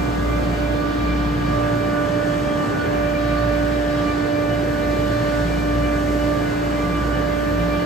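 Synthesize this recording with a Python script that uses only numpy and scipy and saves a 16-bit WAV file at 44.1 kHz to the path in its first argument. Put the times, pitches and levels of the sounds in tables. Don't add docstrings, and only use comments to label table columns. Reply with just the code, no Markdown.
import sys
import numpy as np
from scipy import signal
from scipy.fft import rfft, irfft, next_fast_len
from scipy.io import wavfile
from scipy.ndimage import uniform_filter1d

SR = 44100
rng = np.random.default_rng(int(sys.argv[2]) if len(sys.argv) > 2 else 0)


def generate_wav(sig):
    pcm = np.round(np.clip(np.atleast_2d(sig).T, -1, 1) * 32767).astype(np.int16)
    wavfile.write(sys.argv[1], SR, pcm)


N = 346273
STEP = 441
SIZE = next_fast_len(N + SR // 2) // STEP * STEP + STEP
SLOW_T = np.arange(SIZE // STEP) * STEP / SR
EARS = np.array([[1], [-1]])
FLARE_S, QUICK_FLARE_S, DROPOUT_S = 0.063, 0.032, 0.014


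def undb(db):
    return 10 ** (np.asarray(db) / 20)


def drift(rate):
    span = max(int(SR / STEP / rate), 1)
    motion = rng.standard_normal(len(SLOW_T))
    for _ in range(2):
        motion = uniform_filter1d(motion, span, mode="wrap")
    return (motion - motion.mean()) / motion.std()


def curve(rows):
    return np.interp(SLOW_T, *np.transpose(rows))


def bumps(rows, width_s=FLARE_S):
    times, db = np.transpose(rows)
    return np.exp(-.5 * ((SLOW_T[:, None] - times) / width_s) ** 2) @ db


def add_tone(spectrum, hz, db, pan_db, lead, phase):
    centre = int(round(hz * SIZE / SR))
    phase = phase + 2 * np.pi * (hz - centre * SR / SIZE) * SLOW_T
    envelope = undb(db + EARS * pan_db / 2) * np.exp(1j * (phase + EARS * lead / 2))
    sidebands = np.fft.fftshift(np.fft.fft(envelope), axes=1) * STEP / np.sqrt(2)
    first = centre - len(SLOW_T) // 2
    spectrum[:, first:first + len(SLOW_T)] += sidebands


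def ride_fader(spectrum, gain):
    return irfft(spectrum, SIZE)[:, :N] * np.interp(np.arange(N) / SR, SLOW_T, gain)


# frequency in Hz, pan in dB, likeness from 0 to 1,
# left lead in radians.
PORT_IMAGE = [(45, -.7, .96, 0), (175, -1.8, .9, -.3), (280, -.8, .63, -.45), (450, -1, .45, -.8),
              (700, -.9, .33, -2.4), (1100, -1.4, .23, -3.3), (1630, -4, .15, -3.3), (1670, 4, .57, -5.8),
              (2300, 1, .5, -5.8), (3000, 1.2, .52, -5.6), (4000, 3.3, .15, -5.9), (5000, 3, .36, -5.9),
              (5800, 2.8, .3, -7.1), (7000, .3, .8, -6.3), (8400, 0, .7, -7.8), (9400, 0, .97, -9.3),
              (10500, 0, .97, -9.55), (11400, 0, .6, -11), (12300, 0, .97, -12.45), (13600, 0, .97, -12.7),
              (14400, 0, .55, -14.4), (15300, 0, .97, -15.7)]
def port_noise(hz):
    points_hz, *columns = np.transpose(PORT_IMAGE)
    pan_db, likeness, lead = (np.interp(np.log(hz), np.log(points_hz), c) for c in columns)
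    shared, apart = rfft(rng.standard_normal((2, SIZE)))
    pair = np.sqrt(1 + likeness) * shared + EARS * np.sqrt(1 - likeness) * apart
    return pair * np.exp(.5j * EARS * lead) * undb(EARS * pan_db / 2)


# frequency in Hz, relative noise density in dB.
ROAR_COLOUR = [(25, -34), (44, -9.5), (70, -5.5), (110, 2), (176, 0.5), (225, -3), (350, -4), (700, -9),
               (1000, -13), (1600, -13.5), (1750, -19), (2400, -23), (5000, -30.5), (6500, -37.5),
               (9000, -40), (15500, -47.5)]
# time in seconds, lift of the top two octave bands in dB.
HISS_LIFT = [(0, 4), (1.5, 3), (3, 2.7), (4, 3.5), (5.2, 5.5), (6.3, 5), (7.2, 3), (7.85, 4.5)]
# time in seconds, cut or boost in dB.
RUSH_EQ = [(0, -7), (1.5, -5), (2.5, -2), (3.5, 0.5), (5.5, 0), (6.5, -4.5), (7.85, 0)]
def air_and_gas(level_db=-25.5, rush_hz=1780, rush_half_octaves=0.53):
    hz = np.maximum(np.arange(SIZE // 2 + 1) * SR / SIZE, 1)
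    colour_hz, colour_db = np.transpose(ROAR_COLOUR)
    noise = port_noise(hz) * undb(np.interp(np.log(hz), np.log(colour_hz), colour_db))
    octave = np.clip(np.log2(hz), 5, 14)
    bed, gust = 0, drift(1.0)
    for centre in range(5, 15):
        band = np.cos(np.pi / 2 * np.clip(octave - centre, -1, 1)) ** 2
        db = 0.04 * gust + 1.06 * drift(2.5) + 0.5 * drift(11) + (centre >= 13) * curve(HISS_LIFT)
        bed += ride_fader(noise * band, undb(db))
    rush_band = np.cos(np.pi / 2 * np.clip(np.log2(hz / rush_hz) / rush_half_octaves, -1, 1)) ** 2
    bed += ride_fader(noise * rush_band, undb(curve(RUSH_EQ)) - 1)
    return bed * undb(level_db) / np.sqrt(np.mean(bed ** 2))


# blade rate in Hz, level in dB, time in seconds when it is in step with the
FAN_HUMS = [(57.625, -32.4, 0, -47.5, 0), (56.75, -43, .128, -48.4, .548), (56.909, -48, .021, -43.1, .319),
            (57.04, -40.6, .355, -53.9, .168), (57.227, -43.9, 1.115, -42.5, .478),
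            (57.444, -35.3, 5.412, -42, 2.196), (57.745, -42, .664, -38, 1.013)]
# time in seconds, change in dB.
TONE_FLARES = [
    [(.17, -5), (3.05, 3), (4.1, 2), (5.22, -4.5), (6.25, -4.5), (.5, -8), (.68, -4), (1.0, 0), (1.55, 4.5),
     (2.1, 1.5), (2.27, -1), (3.82, -2), (4.33, -3), (4.6, -7), (5.1, -1), (5.62, -4), (6.38, 4), (6.5, -8),
     (6.68, -3), (7.0, 2.5), (7.35, 0), (7.75, 9.5)],
    [(.85, 4), (2.0, 8.5), (2.25, 4.5), (2.8, 7), (3.3, 5), (3.5, 11), (4.3, 3), (4.65, 1), (4.8, 4.5),
     (5.36, 7), (5.65, -1), (5.95, 2.5), (6.52, 4), (7.0, 5)],
    [(.06, 6), (.22, -17), (.36, 4), (.56, 4), (.67, 3), (1.05, 9), (1.15, 12), (1.24, 3), (1.45, 7),
     (1.55, 0), (1.85, 8), (2.98, 4), (3.06, 8), (3.15, 13), (3.32, 9), (3.52, 3), (3.85, -8), (4.1, 8),
     (4.38, 8), (4.53, 4), (4.96, 8), (5.18, 1), (5.37, -5), (5.52, 5), (5.6, 8.5), (5.85, 4), (5.93, 5),
     (6.8, 7), (6.94, 8), (7.6, 7), (7.75, 8)],
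    [(.9, 2), (1.86, 3), (2.6, 2), (3.1, 1), (4.0, 5), (4.52, 9), (5.85, 10), (6.72, 6), (7.14, 5),
     (7.24, 8), (7.8, 5.5)],
    [(.1, -3), (.83, -1), (1.1, 4.5), (1.3, 2.5), (2.05, -16), (2.2, 4), (2.65, 2), (3.25, 1.5), (3.6, 2.5),
     (4.26, -19), (4.9, 7.5), (6.4, 2), (6.6, -4), (7.45, -4), (7.6, 8), (7.75, 8.5)],
    [(.5, 5.5), (1.45, 6), (1.75, 7), (2.3, 8.5), (2.9, 6), (5.45, 7), (6.88, 7), (7.3, 0), (7.62, 9),
     (7.85, 12)],
]
def fans(spectrum):
    first_hz = FAN_HUMS[0][0]
    blade_flare, third_flare = map(bumps, TONE_FLARES[4:])
    wander, swirl = 0.32 * drift(0.66), .5 * drift(1.35)
    for hz, db, step_s, octave_db, octave_s in FAN_HUMS:
        beat = 2 * np.pi * (hz - first_hz)
        add_tone(spectrum, hz, db + blade_flare, -1, -.05, wander - beat * step_s)
        add_tone(spectrum, 2 * hz, octave_db, -1.3, -.1, 2 * (wander - beat * octave_s) + swirl)
        add_tone(spectrum, 5 * hz, -63, -1.5, -.4, rng.uniform(0, 2 * np.pi) + 2 * swirl)
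    for harmonic, db in ((3, -39.5 + third_flare), (4, -46.5)):
        add_tone(spectrum, harmonic * first_hz, db + 3 * drift(8), -1, -.3,
                 harmonic * wander + 1.38 * drift(8))


# pitch in Hz, level in dB, pan in dB,
# left lead in radians.
MAINS_LINES = [(60.0, -42.0, -1.0, 0.0), (179.7, -48.0, -4.0, -0.3), (418.9, -43.0, -4.0, -0.5),
               (469.7, -46.0, -4.0, 1.0), (709.6, -43.0, -3.0, 0.7), (872.4, -49.0, 5.0, 3.0),
               (1593.8, -42.0, -4.0, -2.6), (1888.9, -52.0, 3.0, 0.7), (2008.3, -56.5, 9.0, 0.5),
               (2183.6, -58.0, 1.0, 0.7), (2997.2, -65.0, 2.0, 0.3), (3291.2, -62.0, 8.0, -0.1),
               (3651.2, -62.0, 5.0, -1.3), (6603.0, -71.0, 0.0, 0.1)]
# time in seconds, change in dB.
SIDEBAND_RIDE = [(.05, 4), (.3, -4), (.7, -4), (1.85, 4), (1.97, 4), (2.17, -7), (2.65, -4), (3.25, 5),
                 (3.4, 5), (3.62, -3), (3.85, 5), (4.27, 5), (4.5, 1), (5.0, -5), (5.7, 4), (7.05, -5),
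                 (7.5, -5)]
# pitch in Hz, level in dB.
FAINT_TONES = [(287.5, -47), (315.5, -48), (581.5, -51), (617, -53), (1733.5, -62), (2990, -62),
               (3675, -68), (4340, -68)]
def motors(spectrum, swelling_hz=709.6):
    for hz, db, pan_db, lead in MAINS_LINES:
        db = db + (hz == swelling_hz) * bumps(SIDEBAND_RIDE) + 0.3 * drift(2.8) + 0.39 * drift(8.7)
        pan_db = pan_db + 0.59 * drift(0.86)
        add_tone(spectrum, hz, db, pan_db, lead, rng.uniform(0, 2 * np.pi) + 0.29 * drift(0.79))
    for hz, db in FAINT_TONES:
        add_tone(spectrum, hz, db + 2 * drift(1.4), -1, 0, rng.uniform(0, 2 * np.pi) + .5 * drift(0.72))


def air_scatter(depth):
    share = min(depth / 55, .85)
    eddies = [.8 * drift(30) + .6 * drift(100) for _ in range(2)]
    path = (1 + share * (eddies[0] + 1j * eddies[1])) / np.sqrt(1 + 2 * share ** 2)
    return 20 * np.log10(np.abs(path)), np.angle(path)


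# time in seconds, distance beyond its closest spot in metres.
HAND_PATH = [(0, .3), (.52, .19), (1.57, .09), (2.6, .04), (4.2, 0), (5.75, .045), (7.85, .185)]
def hand_delay(share):
    return share * curve(HAND_PATH) / 343


# shaft speed in Hz, casing tone trim in dB, casing tone pan
# in dB, factor on the phone's travel towards it.
MACHINES = [(58.958, -2.5, 0, 1), (58.875, -8, -1, 1.25), (58.817, -11, 2, .53), (58.742, -13, 0, .86)]
# shaft order, level before trim in dB, pan in dB, left lead in radians.
CASING_ORDERS = [(9.0, -43.5, 3.0, -2.2), (11.0, -45.0, 0.0, -2.4), (12.0, -52.0, -2.0, 0.7),
                 (15.0, -40.5, -2.0, 2.8), (19.0, -51.0, 0.0, 1.6), (21.0, -50.0, -1.0, 0.7),
                 (26.0, -46.0, -3.0, 1.9), (28.0, -45.0, 4.0, -0.4), (31.0, -51.0, 9.0, 0.7),
                 (35.0, -50.0, 9.0, 0.3), (45.0, -55.0, 2.0, 0.8), (55.0, -55.5, 1.0, 1.2),
                 (60.0, -56.0, 0.0, 1.5), (65.0, -58.0, 2.0, 1.3), (70.0, -59.5, 2.0, -0.1),
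                 (75.0, -58.0, 4.0, -0.4), (80.0, -62.5, 3.0, 0.2), (85.0, -63.0, 5.0, 1.3),
                 (90.0, -68.0, 7.0, -0.3), (95.0, -69.0, 3.0, -1.5), (105.0, -67.0, 6.0, -0.5),
                 (110.0, -70.0, 2.0, 0.0), (125.0, -72.0, -1.0, -0.2)]
# a list of shaft orders, level before trim at order 20 in dB, tilt in dB per octave.
UNBALANCE_ORDERS = ([13, 14, 16, 17, 18, 29, 33, 36, 38, 39, 46, 48, 49, 69, 72, 73, 76, 100, 102, 115],
                    -57, -5)
# time in seconds, lift in dB.
CASING_GLINTS = [(3.13, 8.4), (3.38, 9.6)]
def casing_tones(spectrum, glint_order=75):
    wanders = [0.0034 * drift(0.5) + 0.0024 * drift(8) for _ in MACHINES]
    orders, base_db, tilt_db = UNBALANCE_ORDERS
    unbalance = [(order, base_db + tilt_db * np.log2(order / 20), 0, .5) for order in orders]
    for order, db, pan_db, lead in CASING_ORDERS + unbalance:
        db = db + (order == glint_order) * bumps(CASING_GLINTS, QUICK_FLARE_S)
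        for (shaft_hz, trim_db, side_db, share), wander in zip(MACHINES, wanders):
            turns = wander - shaft_hz * hand_delay(share)
            start = rng.uniform(0, 2 * np.pi)
            lead_shift = 0.052 * trim_db * rng.standard_normal()
            flutter_db, slip = air_scatter(order)
            fade_db = 2.3 * drift(0.9) + min(.05 * order, 2.5) * drift(10)
            add_tone(spectrum, order * shaft_hz, db + trim_db + fade_db + flutter_db,
                     pan_db + side_db + 2.5 * drift(0.58), lead + lead_shift,
                     start + slip + 2 * np.pi * order * turns)


# shaft order, compressor index, level in dB, pan in dB,
# left lead in radians, time in seconds when it is in step with the nearest compressor.
LOBE_HARMONICS = [(5, 0, -25.9, -1.9, 1.1, 0), (5, 1, -44, 3.6, -.1, 1.546), (5, 3, -46, 3.1, -1.9, .459),
                  (10, 0, -30, -10, 1.1, 0), (10, 1, -47.5, 3.1, 2.5, .738), (10, 2, -41, 5, 2.7, .19),
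                  (10, 3, -43.5, 4.5, .2, .232), (20, 0, -45.5, -.6, 1.1, 0),
                  (20, 1, -36.3, -4.8, -.1, .345), (20, 2, -46, -7.1, .4, .166),
                  (20, 3, -48.5, -9.4, -2.8, .075), (25, 0, -44, -3, .1, 0), (25, 1, -55, 6, -.7, .338),
                  (25, 2, -50.5, -7.3, -1.6, .215), (30, 0, -47.5, 12.5, .5, 0), (40, 0, -47.3, .7, -.2, 0),
                  (40, 2, -59, 0, 0, 0), (40, 3, -58, 2, 0, .06), (50, 0, -51.5, 1.2, .7, 0),
                  (50, 1, -62, 2, .7, 0), (50, 3, -63, 1, .7, 0)]
# time in seconds, change in dB.
SECOND_RIDE = [(0, -34), (.35, -5.5), (.7, 0), (.95, -5.5), (1.3, -17), (1.55, -0.5), (2, 2.5), (2.5, 2),
               (2.72, -5), (2.95, 2), (3.5, 4), (4, 2.5), (4.15, -2), (4.3, 2.5), (4.6, 3), (5.42, 3),
               (5.56, 0), (5.75, -0.5), (6.35, 3.5), (6.5, -5.5), (6.7, -2.5), (7.0, -3.5), (7.3, 2),
               (7.85, 1.5)]
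SIXTH_RIDE = [(0, -15), (1, -23), (1.9, 3), (6.5, 3), (6.75, -8), (7.2, 2), (7.85, 3)]
LOBE_DROPOUTS = {5: [(.13, -3), (.56, -6), (.68, -8), (.92, -4), (2.1, -5), (2.22, -4), (2.77, 2.5),
                 (6.38, -2), (7.33, -1)], 10: [(2.43, -7), (2.68, -8), (5.48, -5), (5.6, -10)],
                 20: [(.41, -16), (.52, -4), (.72, -6), (.95, -11), (1.37, -5), (2.26, -17), (2.94, -3),
                 (3.58, -7), (3.81, -26), (5.66, -3), (6.06, -8), (6.67, -4)]}
def screw_whine(spectrum):
    widths = (FLARE_S, FLARE_S, QUICK_FLARE_S, QUICK_FLARE_S)
    flares = dict(zip((20, 25, 40, 50), map(bumps, TONE_FLARES, widths)))
    dips = {order: bumps(rows, DROPOUT_S) for order, rows in LOBE_DROPOUTS.items()}
    rides = {10: curve(SECOND_RIDE), 30: curve(SIXTH_RIDE)}
    wander = 0.0021 * drift(8)
    motion = {}
    for order in sorted({row[0] for row in LOBE_HARMONICS}):
        flutter_db, slip = air_scatter(order * min(order, 32, 1000 / order) / 50)
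        depth_db = .8 if order == 5 else .05 * np.clip(order - 14, 0, 14)
        motion[order] = flutter_db + depth_db * drift(20), slip + rng.uniform(0, 2 * np.pi)
    for order, machine, db, pan_db, lead, step_s in LOBE_HARMONICS:
        shaft_hz, _, _, share = MACHINES[machine]
        waver_db, phase = motion[order]
        db = db + waver_db + flares.get(order, 0) + dips.get(order, 0)
        if machine == 0:
            db += rides.get(order, 0)
        turns = wander - (shaft_hz - MACHINES[0][0]) * step_s - shaft_hz * hand_delay(share)
        add_tone(spectrum, order * shaft_hz, db, pan_db + 1.2 * drift(1.7),
                 lead + 0.017 * order * drift(1.3), phase + 2 * np.pi * order * turns)


def scene():
    spectrum = np.zeros((2, SIZE // 2 + 1), complex)
    for source in (screw_whine, casing_tones, motors, fans):
        source(spectrum)
    return irfft(spectrum, SIZE)[:, :N] + air_and_gas()


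def record(dry):
    lowpass = signal.ellip(14, .2, 90, 15700, fs=SR, output="sos")
    lead_in = 2 * dry[:, :1] - dry[:, STEP:0:-1]
    return signal.sosfilt(lowpass, np.concatenate([lead_in, dry], axis=1))[:, STEP:]


dry = scene()
out = record(dry)
generate_wav(out)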